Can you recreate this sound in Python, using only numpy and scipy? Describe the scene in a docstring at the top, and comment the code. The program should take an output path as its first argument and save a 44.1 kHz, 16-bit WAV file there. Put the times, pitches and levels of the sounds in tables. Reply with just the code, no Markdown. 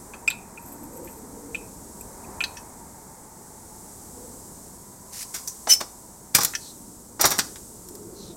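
"""A worn ball joint is waggled by hand over a garage floor: it clacks, and short ringing clinks near 2.5 kHz
and faint high ringing rubs sound at the same time. The steel part is then put down, skidding with a short
bright ring, and hand tools are knocked about on the concrete. Ringing modes make the clinks and the skid;
coloured noise makes the rubbing and the knocks. Soft swishes come among the last knocks and at the end. Dull
outdoor noise, a far whir, a faint drone and a soft hiss lie underneath throughout; the close microphone rounds
off the loudest blows."""
import sys
import numpy as np
from scipy import signal
from scipy.fft import rfft, irfft, next_fast_len
from scipy.io import wavfile

SR = 44100
rng = np.random.default_rng(int(sys.argv[2]) if len(sys.argv) > 2 else 0)


def dump(signal):
    """Clip the signal to [-1, 1] and save it as 16-bit WAV at the path in sys.argv[1]."""
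    limited = np.clip(np.atleast_2d(signal).T, -1, 1)
    pcm = np.round(limited * 32767).astype(np.int16)
    wavfile.write(sys.argv[1], SR, pcm)


N = 368676
TIME = np.arange(N) / SR  # seconds


def from_db(db):
    """Turn decibels into a gain."""
    return 10 ** (np.asarray(db) / 20)


def rms_one(x):
    """Scale a sound to unit power."""
    return x / np.sqrt(np.mean(x ** 2) + 1e-20)


def follow(rows):
    """Join the points of a (time, value) table into one value per sample."""
    return np.interp(TIME, *np.transpose(rows))


def colour(points, hz):
    """Gain of a spectrum drawn through (frequency, dB) points."""
    knots, db = np.transpose(points)
    return from_db(np.interp(np.log(hz + 1), np.log(knots), db))


def resonances(peaks, hz):
    """Gain of damped resonances, with their powers summed."""
    power = sum(from_db(db) ** 2 / (1 + (2 * (hz - centre) / width) ** 2) for centre, width, db in peaks)
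    return np.sqrt(power)


def noise(gain_at, size, grain_db=0):
    """Coloured noise of unit power; uneven grain sizes make it gritty."""
    grains = rng.standard_normal(size) * from_db(grain_db * rng.standard_normal(size))
    padded = next_fast_len(size)
    hz = np.arange(padded // 2 + 1) * SR / padded
    filtered = irfft(rfft(grains, padded) * gain_at(hz), padded)
    return rms_one(filtered[:size])


def flutter(rate_hz, size):
    """Random motion of unit spread, mostly slower than rate_hz."""
    return noise(lambda hz: 1 / (1 + (hz / rate_hz) ** 2), size)


def narrow_noise(hz, blur_hz):
    """Noise of unit power gathered around a pitch that follows hz."""
    phase = 2 * np.pi * np.cumsum(hz) / SR
    return flutter(blur_hz, len(hz)) * np.cos(phase) + flutter(blur_hz, len(hz)) * np.sin(phase)


def blow(t, rise_s, t60_s):
    """Loudness of a blow: it grows while the contact builds, then falls 60 dB in t60_s."""
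    rise_s = max(rise_s, 1 / SR)
    return np.minimum(t / rise_s, 1) * from_db(-60 * np.maximum(t - rise_s, 0) / t60_s)


def strokes(rows, attack_t60_s, release_t60_s):
    """Gain of sliding strokes: each fades in before its time, changes steadily in level, and dies away."""
    out = np.zeros(N)
    for s, length_s, db, swell_db in rows:
        t = TIME - s
        away = np.maximum(-t, 0) / attack_t60_s + np.maximum(t - length_s, 0) / release_t60_s
        near = away < 1  # beyond this the stroke is 60 dB down
        stroke_db = db + swell_db * np.clip(t[near] / length_s, 0, 1) - 60 * away[near]
        out[near] += from_db(stroke_db)
    return out


def add(track, s, sound):
    """Lay a sound into a track at time s."""
    start = round(s * SR)
    track[start:start + len(sound)] += sound[:N - start]


# colours of the three background noises: (frequency [Hz], gain [dB])
RUMBLE_COLOUR = [(20, -9), (45, 0), (90, -0.5), (140, -2), (200, 0.5), (420, -5), (560, -8.5), (720, -13),
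                 (1200, -17.5), (3000, -43), (6000, -52)]
WHIR_COLOUR = [(400, -20), (750, -1.5), (950, -2.5), (1300, -11.5), (2200, -18), (3100, -43.5),
               (6000, -41.5)]
HISS_COLOUR = [(1500, -31), (3100, -23.5), (4500, -14.5), (5700, -8), (7000, -3), (8000, 0), (10000, -7),
               (12500, -9), (16000, -17.5)]
# their loudness, before the trims below: (time [s], level [dB])
RUMBLE_LEVEL = [(0.0, -47), (0.61, -47), (0.91, -46), (1.56, -46), (1.84, -46), (2.3, -45), (3.26, -50.5),
                (4.38, -47), (5.35, -52), (7.24, -49), (7.36, -45), (7.71, -49), (8.03, -46.5),
                (8.36, -46.5)]
WHIR_LEVEL = [(0, -52), (.35, -50), (1.9, -55), (2.35, -46), (2.8, -52), (4.7, -56), (5.2, -55),
              (6.3, -56.5), (7.0, -61), (8.36, -60)]
HISS_LEVEL = [(0.0, -48), (0.28, -51.5), (2.02, -47), (3.28, -50), (3.98, -46), (4.42, -46), (5.03, -49),
              (5.35, -42.5), (6.08, -49), (6.38, -50), (6.49, -43.5), (6.82, -47.5), (7.24, -50.5),
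              (7.38, -42), (7.66, -46), (8.36, -51)]
RUMBLE_TRIM_DB, WHIR_TRIM_DB, HISS_TRIM_DB = 0, -1.0, 0.5
# pitch of the whine in the far whir: (time [s], frequency [Hz])
WHINE_PITCH = [(0, 935), (1.5, 919), (2.5, 951), (3.1, 887), (4.2, 870), (5.0, 986), (5.5, 1026),
               (6.2, 939), (8.36, 909)]


def background(whine_db=-3.5, whine_blur_hz=50):
    """Three coloured noises make outdoor rumble, far whir and soft hiss; narrow noise whines in the whir."""
    out = np.zeros(N)
    for level_rows, points, trim_db in ((RUMBLE_LEVEL, RUMBLE_COLOUR, RUMBLE_TRIM_DB),
                                        (WHIR_LEVEL, WHIR_COLOUR, WHIR_TRIM_DB),
                                        (HISS_LEVEL, HISS_COLOUR, HISS_TRIM_DB)):
        out += from_db(follow(level_rows) + trim_db) * noise(lambda hz: colour(points, hz), N)
    whine = narrow_noise(follow(WHINE_PITCH), whine_blur_hz)
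    return out + from_db(follow(WHIR_LEVEL) + whine_db) * whine


# steady notes that rise and fall with the rumble: (frequency [Hz], level against RUMBLE_LEVEL [dB])
DRONE_NOTES = [(205, -10.5), (410, -15)]
# swells: (middle time [s], length [s], level of lower note [dB], lower note [Hz], upper note [Hz])
DRONE_SWELLS = [(0.798, .45, -46.5, 245, 290), (1.0, 0.33, -45, 330, 520), (1.421, 0.82, -47.5, 285, 456.5),
                (2.298, 0.54, -54, 235, 398), (4.251, .45, -51.5, 255, 493), (6.85, .5, -51.5, 200, 296),
                (8.049, .8, -49.5, 345.3, 417), (8.36, .3, -46.5, 170, 344)]


def drone(upper_db=0.5, blur_hz=32):
    """Two low, blurred notes within the rumble, with slow swells at other pitches."""
    notes = sum(from_db(db) * narrow_noise(np.full(N, hz), blur_hz) for hz, db in DRONE_NOTES)
    out = from_db(follow(RUMBLE_LEVEL)) * notes
    for s, length_s, db, lower_hz, upper_hz in DRONE_SWELLS:
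        swell = np.hanning(round(length_s * SR))
        lower = narrow_noise(np.full(len(swell), lower_hz), blur_hz)
        upper = narrow_noise(np.full(len(swell), upper_hz), blur_hz)
        add(out, s - length_s / 2, from_db(db) * swell * (lower + from_db(upper_db) * upper))
    return out


GARAGE_T60_S, GARAGE_DB = 0.31, -14.5
# colour of the sound coming back from the walls: (frequency [Hz], gain [dB])
WALL_COLOUR = [(100, 8), (1000, 3.5), (2500, -3), (6000, 3.5), (10000, -5), (16000, -4.5)]


def garage(x, rise_s=0.0061):
    """The walls answer with a faint diffuse tail, made of fading coloured noise."""
    t = TIME[:SR]
    tail = noise(lambda hz: colour(WALL_COLOUR, hz), len(t)) * blow(t, rise_s, GARAGE_T60_S)
    return from_db(GARAGE_DB) * signal.fftconvolve(x, tail / np.linalg.norm(tail))[:N]


# swishes as the hand moves about:
# (middle time [s], length [s], level of the slide [dB], start pitch [Hz], end pitch [Hz])
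SWISHES = [(6.664, 0.22, -49, 4600, 3800), (8.239, 0.3, -52, 4600, 3570)]


def swishes(blur_hz=330, rustle_db=-0.5, rustle_blur_hz=1100, rustle_ratio=1.4, patchy_db=1.5, patchy_hz=30):
    """Soft, uneven sliding noises that sink in pitch, with a broader rustle above."""
    out = np.zeros(N)
    for s, length_s, db, start_hz, end_hz in SWISHES:
        hz = np.linspace(start_hz, end_hz, round(length_s * SR))
        rustle = narrow_noise(rustle_ratio * hz, rustle_blur_hz)
        slide = narrow_noise(hz, blur_hz) + from_db(rustle_db) * rustle
        level = from_db(db + patchy_db * flutter(patchy_hz, len(hz)))
        add(out, s - length_s / 2, level * np.hanning(len(hz)) * slide)
    return out


# steel landing flat on the concrete: (time [s], level [dB], t60 [s])
THUDS = [(5.671, -23.5, 0.083), (5.8114, -21, 0.041), (6.384, -21.5, 0.1), (7.195, -23.5, 0.16),
         (7.24, -12, 0.12)]
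THUD_RISE_S, THUD_LOW_DB, THUD_SPARKLE_DB = 0.0008, 20, -15
# hard blows on the concrete: (time [s], level [dB], rise [s], sparkle [dB])
STRIKES = [(6.3485, -1.5, 0.00063, 6.5), (6.4506, -23.5, .0005, -3), (7.251, -7.5, .005, 6.5),
           (7.315, -19, 0.0026, -2), (7.3887, -10.5, 0.00066, -6), (7.557, -38, .001, -12)]
STRIKE_T60_S, STRIKE_LOW_DB = 0.064, 1
# an edge ticking on the floor as a tool rocks: (time [s], level [dB])
TICKS = [(5.353, -36), (6.385, -17.5), (6.434, -14), (6.448, -8), (7.212, -10.5), (7.217, -13),
         (7.306, -16.5), (7.313, -17), (7.383, -22), (7.887, -35), (7.952, -34.5)]
TICK_RISE_S, TICK_T60_S, TICK_LOW_DB, TICK_SPARKLE_DB = .0005, 0.027, -6.5, 9.5
# steel scuffing over grit until it stops: (time [s], level [dB], rise [s], t60 [s], thud [dB])
SCUFFS = [(5.338, -27.5, 0.007, 0.19, -5), (5.473, -26, 0.0046, .098, -21),
          (5.802, -27.5, 0.0054, 0.092, 11), (6.341, -27, 0.0064, .05, 5),
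          (6.4057, -19, 0.00092, 0.17, -1.5), (7.204, -20.5, 0.0089, 0.35, 4),
          (7.306, -27, 0.0072, 0.29, 11.5)]
SCUFF_SPARKLE_DB = -1.5


def floor_contacts():
    """Every meeting of steel and concrete as (time s, level dB, rise s, t60 s, thud dB, sparkle dB)."""
    thuds = [(s, db, THUD_RISE_S, t60, THUD_LOW_DB, THUD_SPARKLE_DB) for s, db, t60 in THUDS]
    strikes = [(s, db, rise, STRIKE_T60_S, STRIKE_LOW_DB, sparkle) for s, db, rise, sparkle in STRIKES]
    ticks = [(s, db, TICK_RISE_S, TICK_T60_S, TICK_LOW_DB, TICK_SPARKLE_DB) for s, db in TICKS]
    scuffs = [(s, db, rise, t60, thud, SCUFF_SPARKLE_DB) for s, db, rise, t60, thud in SCUFFS]
    return thuds + strikes + ticks + scuffs


FLOOR_HZ = 310  # pitch below which the concrete hardly gives
# colour of crushed grit under steel: (frequency [Hz], gain [dB])
GRIT_COLOUR = [(25, -10), (70, -5), (150, -0.5), (260, -5), (400, -5.5), (900, -2.5), (1500, 2),
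               (2300, 0.5), (3200, -8), (4300, -3), (5900, 1), (8000, -1), (10000, -2.5), (13500, -2.5),
               (16000, -9.5)]
# short resonances of tool and floor, before body_db: (frequency [Hz], width [Hz], gain [dB])
TOOL_PEAKS = [(340, 29, -2), (809, 35, -8.5), (1100, 31, -16.5), (3040, 120, -13.5), (3390, 66, 0.5),
              (3710, 110, -0.5), (4130, 46, -2.5), (4360, 120, -6), (4500, 68, -7), (4910, 170, -3),
              (5680, 190, -5.5), (5700, 110, 0), (7030, 98, -2), (8130, 62, -1)]


def knocks(thud_hz=1350, graze_hz=4200, sparkle_hz=9000, grain_db=5.5, body_db=8.0, chatter_hz=350):
    """Each blow crushes grit, a gritty noise: a flat landing thuds, a graze is thin, an edge sparkles."""
    spot_db, spot_width_hz, chatter_db = 2.0, 170, 1.4
    out, t = np.zeros(N), TIME[:SR // 3]
    grid_hz = np.arange(0, SR / 2, spot_width_hz)
    for s, db, rise_s, t60_s, thud_db, sparkle_db in floor_contacts():
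        # every spot on the steel favours other modes
        spot = from_db(spot_db * rng.standard_normal(len(grid_hz)))

        def gain_at(hz):
            corner_hz = thud_hz if thud_db > 0 else graze_hz
            low_db = thud_db / (1 + (hz / corner_hz) ** 6)
            high_db = sparkle_db * (1 - 1 / (1 + (hz / sparkle_hz) ** 6))
            body = 1 + from_db(body_db) * resonances(TOOL_PEAKS, hz)
            # the floor is too stiff for a thud to add deep bass
            stiff = hz ** 2 / (hz ** 2 + FLOOR_HZ ** 2) if thud_db > 0 else 1
            tilt = from_db(low_db * stiff + high_db)
            return colour(GRIT_COLOUR, hz) * tilt * body * np.interp(hz, grid_hz, spot)

        chatter = from_db(chatter_db * flutter(chatter_hz, len(t)))
        crushing = noise(gain_at, len(t), grain_db)
        add(out, s, from_db(db) * blow(t, rise_s, t60_s) * chatter * crushing)
    return out


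# steel dragged over the floor: (time [s], length [s], starting level [dB], change over the stroke [dB])
DRAGS = [(5.13, 0.1, -40.5, 7), (5.703, 0.03, -15.5, -4)]
DRAG_ATTACK_T60_S, DRAG_RELEASE_T60_S = 0.055, 0.093
# colour of dragging: (frequency [Hz], gain [dB])
SCRAPE_COLOUR = [(200, -16), (1000, -17.5), (2000, -5.5), (3400, -10), (5300, 1.5), (8000, 1),
                 (11000, -2.5), (16000, -11.5)]
# modes that the skid builds up: (frequency [Hz], level [dB], time of fullest ring [s], t60 [s])
SKID_MODES = [(3020, -20, 5.708, .09), (5303, -8, 5.724, .07), (5412, -21, 5.72, .1),
              (5976, -9, 5.708, .09), (6060, -22, 5.715, .11), (9850, -24, 5.712, .11),
              (14210, -25, 5.725, .1)]


def skid(build_s=0.0063, slip_hz=120, grain_db=1.0):
    """Dragging rasps; stick and slip pump the steel's modes, which then ring out."""
    waver_rad, judder_db = .45, 2.0
    level = strokes(DRAGS, DRAG_ATTACK_T60_S, DRAG_RELEASE_T60_S)
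    rasp = noise(lambda hz: colour(SCRAPE_COLOUR, hz), N, grain_db)
    out = level * from_db(judder_db * flutter(slip_hz, N)) * rasp
    t = TIME[:SR // 2] - TIME[SR // 10]  # zero at the fullest ring
    for hz, db, fullest_s, t60_s in SKID_MODES:
        swell = np.exp(np.minimum(t, 0) / build_s) * from_db(-60 * np.maximum(t, 0) / t60_s)
        mode = np.sqrt(2) * np.sin(2 * np.pi * hz * t + waver_rad * flutter(slip_hz, len(t)))
        judder = from_db(db + judder_db * flutter(slip_hz, len(t)))
        add(out, fullest_s + t[0], judder * swell * mode)
    return out


# steel on steel, damped by the hand: (time [s], level [dB], main resonance [Hz])
CLACKS = [(0.136, -39.5, 1320), (0.2759, -28.5, 5120), (0.302, -29, 3620), (0.3096, -31, 3900),
          (1.073, -49, 2170), (1.548, -38, 3030), (2.4053, -25.5, 2970), (2.4384, -18, 4250),
          (2.5695, -34.5, 5770), (6.536, -30.5, 1823), (6.5507, -18.5, 5700)]
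# colour of the crunch in a clack: (frequency [Hz], gain [dB])
CRUNCH_COLOUR = [(500, -24), (1100, -20.5), (1500, 5.5), (3200, 3), (5500, -6.5), (9000, -6.5),
                 (16000, -15)]
# damped modes shared by the clacks: (frequency [Hz], typical level against the main resonance [dB])
CLACK_MODES = [(1400, -18.5), (1770, -9.5), (2050, -25), (2580, -6.5), (3020, -17.5), (3260, -17.5),
               (4450, -18.5), (6280, -13.5), (7900, -20.5)]
# a full-scale clack dies this fast; lighter ones are pressed less and ring longer
CLACK_T60_S, CLACK_DB_PER_DOUBLING = .03, 22.5


def clacks(crunch_db=-9.5, rise_s=0.00077, rattle_rad=1.2, rattle_hz=420):
    """One mode, blurred by rattling, stands out of a crowd of damped ones; the contact adds a crunch."""
    out, t = np.zeros(N), TIME[:SR // 5]
    for s, db, main_hz in CLACKS:
        t60_s = CLACK_T60_S * 2 ** (-db / CLACK_DB_PER_DOUBLING)
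        sound = np.sin(2 * np.pi * main_hz * t + rattle_rad * flutter(rattle_hz, len(t)))
        sound += from_db(crunch_db) * noise(lambda hz: colour(CRUNCH_COLOUR, hz), len(t))
        for hz, mode_db in CLACK_MODES:
            gain = from_db(mode_db + 2 * rng.normal())  # every clack mixes the modes a little differently
            sound += gain * np.sin(2 * np.pi * (hz * t + rng.random()))
        add(out, s, from_db(db) * blow(t, rise_s, t60_s) * sound)
    return out


# faint high ringing rubs, before RUB_TRIM_DB: (time [s], length [s], level [dB])
RUBS = [(0.6, 0.041, -62), (0.666, 0.074, -49.5), (0.796, 0.052, -53), (0.936, 0.041, -50.5),
        (1.035, 0.149, -54)]
RUB_ATTACK_T60_S, RUB_RELEASE_T60_S, RUB_TRIM_DB = 0.082, 0.11, 2
# resonances that the rubbing wakes: (frequency [Hz], width [Hz], gain [dB])
RUB_PEAKS = [(2500, 120, -11), (7950, 170, 4), (12360, 350, 4.5)]


def ringing_rubs(grain_db=7.0, catch_db=3.0, catch_hz=40):
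    """Fine, catching, gritty noise keeps a few high resonances faintly singing."""
    steady_rubs = [(s, length_s, db, 0) for s, length_s, db in RUBS]
    level = strokes(steady_rubs, RUB_ATTACK_T60_S, RUB_RELEASE_T60_S)
    catching = from_db(RUB_TRIM_DB + catch_db * flutter(catch_hz, N))
    return catching * level * noise(lambda hz: resonances(RUB_PEAKS, hz), N, grain_db)


# short ringing clinks near 2.5 kHz: (time [s], level [dB], brightness [dB per octave above the strongest mode])
CLINKS = [(0.1355, -34, -2), (0.2779, -6.5, -0.5), (0.301, -33.5, 12.5), (0.575, -31.5, -13),
          (1.075, -43, 2), (1.5465, -18, -2.5), (2.009, -48, 16.5), (2.243, -45, -2), (2.4056, -14, -8),
          (2.422, -24.5, 1)]
# ring of the clinks, before brightness and choking: (frequency [Hz], level [dB], t60 [s])
RING_MODES = [(1383, -24, .07), (2451, -4, 0.13), (2580, -7, 0.1), (3590, -27, 0.075), (7470, -12, 0.032),
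              (7950, -17.5, .045), (8450, -24, .04), (12400, -25, 0.028)]
CHOKE_AFTER_S = 0.0098  # time after which the ring is cut short


def ringing_clinks(rise_s=.0013, choke_t60_s=0.014):
    """Each clink rings briefly, then its ring is cut short."""
    out, t = np.zeros(N), TIME[:SR // 5]
    strongest_hz = max(RING_MODES, key=lambda mode: mode[1])[0]
    choke = from_db(-60 * np.maximum(t - CHOKE_AFTER_S, 0) / choke_t60_s)
    for s, db, bright_db in CLINKS:
        ring = np.zeros(len(t))
        for hz, mode_db, t60_s in RING_MODES:
            gain = from_db(mode_db + bright_db * np.log2(hz / strongest_hz))
            ring += gain * blow(t, rise_s, t60_s) * np.sin(2 * np.pi * hz * t)
        add(out, s, from_db(db) * ring * choke)
    return out


CLACK_ROOM_DB = -4  # the hand shields the clacks from the walls
SKID_ROOM_DB = -5  # level of the skid sent to the walls


def scene():
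    """Steel handled close by, in the garage, over the background."""
    handling = ringing_clinks() + ringing_rubs() + knocks()
    clacking, sliding = clacks(), skid()
    room = garage(handling + from_db(CLACK_ROOM_DB) * clacking + from_db(SKID_ROOM_DB) * sliding)
    mix = handling + clacking + sliding + room + swishes() + background() + drone()
    return mix[None]


CUTOFF_HZ = 15900


def record(dry, top=0.7):
    """The close microphone rounds off loud peaks, and the highest treble is cut."""
    low_pass = signal.ellip(8, .05, 45, CUTOFF_HZ, fs=SR, output="sos")
    rounded = top * np.tanh(dry / top)
    return signal.sosfiltfilt(low_pass, rounded)


dry = scene()
out = record(dry)
dump(out)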